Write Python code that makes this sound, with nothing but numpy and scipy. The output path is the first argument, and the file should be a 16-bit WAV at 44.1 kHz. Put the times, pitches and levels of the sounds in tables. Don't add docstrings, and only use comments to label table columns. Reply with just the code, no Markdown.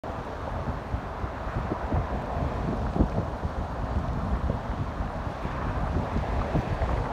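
import sys
import numpy as np
from scipy import signal
from scipy.fft import rfft, irfft, next_fast_len
from scipy.io import wavfile
from scipy.ndimage import uniform_filter1d, map_coordinates

SR = 44100
rng = np.random.default_rng(int(sys.argv[2]) if len(sys.argv) > 2 else 0)


def to_wav(s):
    ch = np.atleast_2d(s).T
    pcm = np.round(np.clip(ch, -1, 1) * 32767)
    wavfile.write(sys.argv[1], SR, pcm.astype(np.int16))


N = 313992
T = np.arange(N) / SR


def amp(db):
    return 10 ** (np.asarray(db) / 20)


def unit(x):
    return x / np.sqrt(np.mean(x ** 2) + 1e-20)


def curves(rows):
    times, *columns = np.transpose(rows)
    return [np.interp(T, times, column) for column in columns]


def wobble(rate):
    return map_coordinates(rng.standard_normal(4096), [T * rate], mode="wrap")


def filtered(x, response):
    size = next_fast_len(len(x) + 8192)
    return irfft(rfft(x, size) * response(np.fft.rfftfreq(size, 1 / SR)), size)[:len(x)]


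def coloured(x, tone):
    freqs, db = np.transpose(tone)
    return unit(filtered(x, lambda hz: amp(np.interp(np.log(hz + 1), np.log(freqs), db))))


def band(x, centre_hz, octaves):
    return filtered(x, lambda hz: np.exp(-.5 * (np.log2((hz + 1) / centre_hz) / octaves) ** 2))


def rush(patchy_db, size=512):
    grid = signal.stft(rng.standard_normal(N), nperseg=size)[2]
    patches = uniform_filter1d(rng.standard_normal(grid.shape), size=5, axis=0)
    patches = uniform_filter1d(patches, size=16, axis=1)
    return unit(signal.istft(grid * amp(patchy_db * unit(patches)), nperseg=size)[1][:N])


def add(track, start_s, sound):
    part = track[max(round(start_s * SR), 0):][:len(sound)]
    part += sound[:len(part)]


def by_chance(level_db, rate, over_db, scatter_db):
    when, dice = rng.random((2, 256))
    size = np.clip(rng.standard_normal(len(when)), -2, 2)
    db = level_db[(when * N).astype(int)] + over_db + scatter_db * size
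    return np.column_stack([when * T[-1], db])[dice < rate * T[-1] / len(when)]


# f/Hz, level/dB
TREETOP_TONE = [(100, -38), (190, -5.5), (255, 1), (340, -3), (420, -1), (520, 0), (660, 4), (800, 0.5),
                (1020, -3), (1300, -18), (2000, -41.5), (4000, -63)]
def treetops(level_db):
    sway_db = 0.6 * wobble(9)
    return amp(level_db + sway_db) * coloured(rush(patchy_db=1.26), TREETOP_TONE)


# f/Hz, level/dB
BRANCH_TONE = [(400, -53), (800, 0.5), (1050, 5.5), (1300, 2), (1650, -4), (2000, -11.5), (2500, -20),
               (5000, -37), (10000, -66)]
def branches(level_db, air_db):
    swish = coloured(rush(patchy_db=-1.0), BRANCH_TONE)
    bursts = amp(6.4 * np.tanh(wobble(70)))
    flutter = coloured(bursts * rng.standard_normal(N), BRANCH_TONE)
    flutter_share = np.clip(0.28 + 0.05 * (air_db - np.mean(air_db)), 0, 1)
    blend = np.sqrt(1 - flutter_share) * swish + np.sqrt(flutter_share) * flutter
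    return amp(level_db + 0.24 * wobble(14)) * blend


def rustle(level_db, tone, rate, patter_db, hiss_db):
    touches_per_s = rate * amp(level_db - np.mean(level_db) + 3.6 * wobble(14))
    touches = rng.random(N) < touches_per_s / SR
    strength = amp(2.5 * np.clip(rng.standard_normal(N), -2, 2))
    clicks = unit(touches * strength * np.sign(rng.standard_normal(N)))
    patter = coloured(clicks, tone)
    hiss = coloured(rush(patchy_db=1.04), tone)
    return amp(level_db + 0.3 * wobble(12)) * (amp(hiss_db) * hiss + amp(patter_db) * patter)


# t/s, level/dB
MIDDLE_LEAF_GUSTS = [(0.05, -54.5), (1.0, -54), (1.85, -52), (2.25, -52), (2.62, -50.5), (3.0, -57.5),
                     (3.7, -57), (4.4, -55.5), (5.1, -55), (5.45, -49), (5.85, -53), (6.1, -49.3),
                     (6.3, -48), (6.47, -47.5), (6.66, -47), (6.8, -48.5), (7.12, -52.5)]
# f/Hz, level/dB
MIDDLE_LEAF_TONE = [(900, -12.5), (1700, 8.5), (2200, 2), (2550, 2), (3000, -7), (3600, -5.5),
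                    (4400, -12.5), (6000, -17.5), (12000, -37)]
def middle_leaves():
    gust_db, = curves(MIDDLE_LEAF_GUSTS)
    return rustle(gust_db, MIDDLE_LEAF_TONE, rate=600, patter_db=-4.0, hiss_db=-0.5)


# f/Hz, level/dB
CLOSE_LEAF_TONE = [(1500, -9), (3000, 6), (4000, 3.5), (4450, 3), (4900, -2.5), (5400, -1.5), (6800, -5.5),
                   (7700, -12.5), (8600, -11.5), (9700, -15.5), (10400, -25), (11300, -23.5), (16000, -36)]
def close_leaves(leaves_db):
    return rustle(leaves_db, CLOSE_LEAF_TONE, rate=580, patter_db=-7, hiss_db=1.26)


# f/Hz, level/dB
RUMBLE_TONE = [(15, -41), (27, -37), (39, 1), (68, 2), (110, -4), (180, -8.5), (260, -11.5), (350, -31),
               (800, -49), (2000, -77)]
def rumble(air_db, over_db=6):
    lumps = amp(4.1 * np.tanh(wobble(22)))
    return amp(air_db + over_db) * coloured(lumps * rng.standard_normal(N), RUMBLE_TONE)


def shivers(leaves_db, per_second=30, spread_s=0.012, low_hz=5000, high_hz=12000, over_db=-18.5):
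    out, t = np.zeros(N), np.arange(-SR // 20, SR // 20) / SR
    for when, pitch, strength in rng.random((round(per_second * T[-1]), 3)):
        burst = rng.standard_normal(len(t)) / np.cosh(t / spread_s)
        hz = np.interp(pitch, [0, 1], [low_hz, high_hz])
        shiver = unit(band(burst, hz, octaves=0.16))
        add(out, when * T[-1], strength * low_hz / hz * shiver)
    return amp(leaves_db + over_db) * unit(out)


# t/s, level/dB, f/Hz
LEAF_TICKS = [(2.221, -52, 7200), (2.2595, -45, 4400), (2.9354, -40, 3000), (3.0965, -46, 4600),
              (3.958, -42, 3000), (3.9875, -48, 5220), (4.0835, -41, 3100), (4.1327, -46, 4500),
              (5.483, -55, 6500), (6.175, -42, 3600)]
def ticks(leaves_db):
    out, t = np.zeros(N), np.arange(-SR // 100, SR // 20) / SR

    def snap(hz, fade_s):
        fade = (t >= 0) * amp(-60 * np.abs(t) / fade_s)
        burst = band(fade * rng.standard_normal(len(t)), hz, octaves=0.5)
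        return burst / np.abs(burst).max()

    chance = by_chance(leaves_db, rate=8.2, over_db=4.6, scatter_db=1.0)
    faint = [(s, db, 5200 * 2 ** rng.normal(0, 0.27)) for s, db in chance]
    for s, db, hz in [*LEAF_TICKS, *faint]:
        ring = snap(hz, fade_s=0.022)
        crack = snap(1.9 * hz, fade_s=0.006)
        add(out, s + t[0], amp(db) * (ring + amp(-14.0) * crack))
    return out


def eddy(t, hz, spread_s, octaves):
    shape = 1 / np.cosh(t / spread_s)
    swell = band(shape * rng.standard_normal(len(t)), hz, octaves)
    return swell * np.linalg.norm(shape) / np.linalg.norm(swell)


# t/s, level/dB, f/Hz, time spread/s
STRONG_EDDIES = [(0.559, -29, 84, 0.0049), (0.695, -23, 114, 0.0071), (0.942, -26, 100, 0.0066),
                 (0.979, -29, 79, 0.0076), (1.243, -21.5, 88.5, 0.0035), (1.471, -22.5, 60, 0.0033),
                 (1.576, -22.5, 127, 0.01), (1.7207, -21.5, 234, 0.0022), (1.926, -23.5, 194, 0.0033),
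                 (1.978, -20, 84, 0.016), (2.454, -29, 152, 0.021), (2.599, -27.5, 85, 0.014),
                 (2.690, -22, 159, 0.0071), (2.730, -24, 160, 0.0049), (2.836, -30.5, 94, 0.0068),
                 (2.964, -20.5, 212, 0.0023), (3.008, -20, 250, 0.0075), (3.035, -16.5, 80, 0.0096),
                 (3.187, -23, 215, 0.0065), (3.222, -27, 85, 0.006), (3.455, -19, 81, 0.0032),
                 (3.600, -24, 100, 0.013), (3.968, -27, 126, 0.015), (4.176, -23.5, 115, 0.0075),
                 (4.338, -19.5, 74.5, 0.0096), (4.501, -20.5, 182, 0.0035), (4.700, -23.5, 75, 0.0057),
                 (4.801, -26, 103, 0.0099), (5.010, -25, 77, 0.01), (5.266, -18.5, 95, 0.0024),
                 (5.454, -21.5, 133, 0.0012), (5.670, -28, 125, 0.0021), (5.885, -25.5, 68.5, 0.011),
                 (5.972, -22, 135, 0.016), (6.17, -18.5, 121, 0.0047), (6.403, -20.5, 72.6, 0.012),
                 (6.561, -20, 221, 0.0043), (6.569, -16.5, 95, 0.0057), (6.727, -20, 94.5, 0.0063),
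                 (6.840, -22.5, 84, 0.0086), (7.003, -23, 80.5, 0.017)]
def puffs(air_db, weak_hz=127, weak_cycles=0.31):
    out, t = np.zeros(N), np.arange(-SR // 10, SR // 10) / SR
    chance = by_chance(air_db, rate=3.5, over_db=9.9, scatter_db=2.2)
    weak = [(s, db, weak_hz, weak_cycles / weak_hz) for s, db in chance]
    for s, db, hz, spread_s in [*STRONG_EDDIES, *weak]:
        speed = np.log2(hz / 150)
        body = amp(-3.0) * eddy(t - 0.002, hz * 0.71, 1.48 * spread_s, octaves=0.77)
        front = amp(5.8 * speed - 7.5) * eddy(t + 0.00028, hz * 1.28, 0.85 * spread_s, octaves=0.88)
        phase = 2 * np.pi * hz * t
        spike = amp(2.5 + 5 * speed) * (1 - phase ** 2) / (1 + phase ** 2) ** 2
        add(out, s + t[0], amp(db) * (body + front + spike))
        for offset_s in rng.normal(0, 0.016, size=2):
            shred = eddy(t, hz=265, spread_s=0.0015, octaves=0.68)
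            add(out, s + t[0] + offset_s, amp(db - 12.5) * shred)
    return out


# t/s, level/dB, f/Hz
LEAF_FLAPS = [(0.475, -23.5, 670), (1.959, -22, 760), (1.964, -34, 1690), (2.863, -29, 1150),
              (3.121, -38, 1700), (4.045, -25.5, 750), (4.354, -38, 1600), (4.478, -37, 740),
              (4.712, -31, 1540), (5.075, -36, 1800), (5.873, -27, 900), (6.414, -20.5, 980),
              (6.546, -19.5, 674), (6.818, -27, 1490), (6.890, -25, 1140), (6.929, -33, 1450),
              (6.974, -32, 1690), (7.054, -32, 1500)]
def flaps(rise_cycles=5.9, fade_cycles=24):
    out, t = np.zeros(N), np.arange(SR // 10) / SR
    for s, db, hz in LEAF_FLAPS:
        rise = 1 - np.exp(-t * hz / rise_cycles)
        fade = amp(-60 * t * hz / fade_cycles)
        slap = rise * fade * band(rng.standard_normal(len(t)), hz, octaves=0.37)
        add(out, s, amp(db) * slap / np.abs(slap).max())
    return out


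# f/Hz, level/dB
FIZZ_TONE = [(4500, -20), (6000, -3), (9000, -3), (14000, 0), (16000, -1)]
def treble_fizz(start_s=6.54, length_s=0.1, level_db=-69):
    arch = np.sin(np.pi * np.clip((T - start_s) / length_s, 0, 1))
    return amp(level_db) * arch * coloured(rng.standard_normal(N), FIZZ_TONE)


# t/s, length/s, f/Hz, level/dB
FAINT_CHIRPS = [(6.553, 0.075, 6000, -63), (6.63, 0.17, 4570, -62.5)]
def chirps():
    out = np.zeros(N)
    for s, length_s, hz, db in FAINT_CHIRPS:
        progress = np.clip((T - s) / length_s, 0, 1)
        arch = 2 * np.sqrt(progress * (1 - progress))
        pitch_hz = hz + 70 * wobble(250)
        out += amp(db) * arch * np.sin(2 * np.pi * np.cumsum(pitch_hz) / SR)
    return out


# t/s, level/dB at the treetops, level/dB at the branches, level/dB at close leaves
TREE_WIND = [(0.05, -38.5, -46, -56.5), (0.5, -40, -45.5, -57), (0.85, -40.5, -46.5, -57.5),
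             (1.25, -40, -45.5, -59), (1.57, -39.5, -42.5, -57.5), (2.14, -36, -47.5, -58.5),
             (2.68, -38.5, -46, -55), (3.1, -37, -48, -56), (3.75, -40.5, -46.5, -56),
             (5.0, -41.5, -46, -56.5), (5.35, -41.5, -45.5, -56), (5.62, -38, -40.5, -57),
             (5.92, -38.5, -45.3, -55), (6.35, -35.5, -45, -55.5), (6.72, -36.5, -47.5, -55),
             (6.92, -35, -46, -53), (7.12, -35.5, -43.5, -55.5)]
# t/s, level/dB
MICROPHONE_WIND = [(0.05, -43), (1.45, -42), (1.8, -40.5), (2.25, -38.5), (3.0, -36.5), (3.3, -39.5),
                   (3.78, -40.5), (4.16, -37), (4.89, -38.5), (5.5, -41), (5.9, -36), (6.5, -40.5),
                   (7.12, -37.5)]
def scene():
    far_db, branch_db, near_db = curves(TREE_WIND)
    air_db, = curves(MICROPHONE_WIND)
    leaves_db = near_db - 4
    trees = treetops(far_db + 2) + branches(branch_db + 3.5, air_db)
    rustling = middle_leaves() + close_leaves(leaves_db)
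    buffeting = rumble(air_db) + puffs(air_db)
    single_leaves = flaps() + ticks(leaves_db) + shivers(leaves_db)
    return (trees + rustling + buffeting + single_leaves + treble_fizz() + chirps())[None]


# f/Hz, level/dB
HISS_TONE = [(1000, 6), (9000, 6), (10400, -0.5), (11500, 6.5), (16000, 1)]
def record(dry, start_s=0.036, bass_hz=32.2, top_hz=15750):
    hiss = amp(-73.5) * coloured(rng.standard_normal(N), HISS_TONE)
    heard = filtered(dry[0] + hiss, lambda hz: hz ** 4 / np.hypot(hz ** 4, bass_hz ** 4))
    return filtered(heard * (T > start_s), lambda hz: hz < top_hz)[None]


dry = scene()
out = record(dry)
to_wav(out)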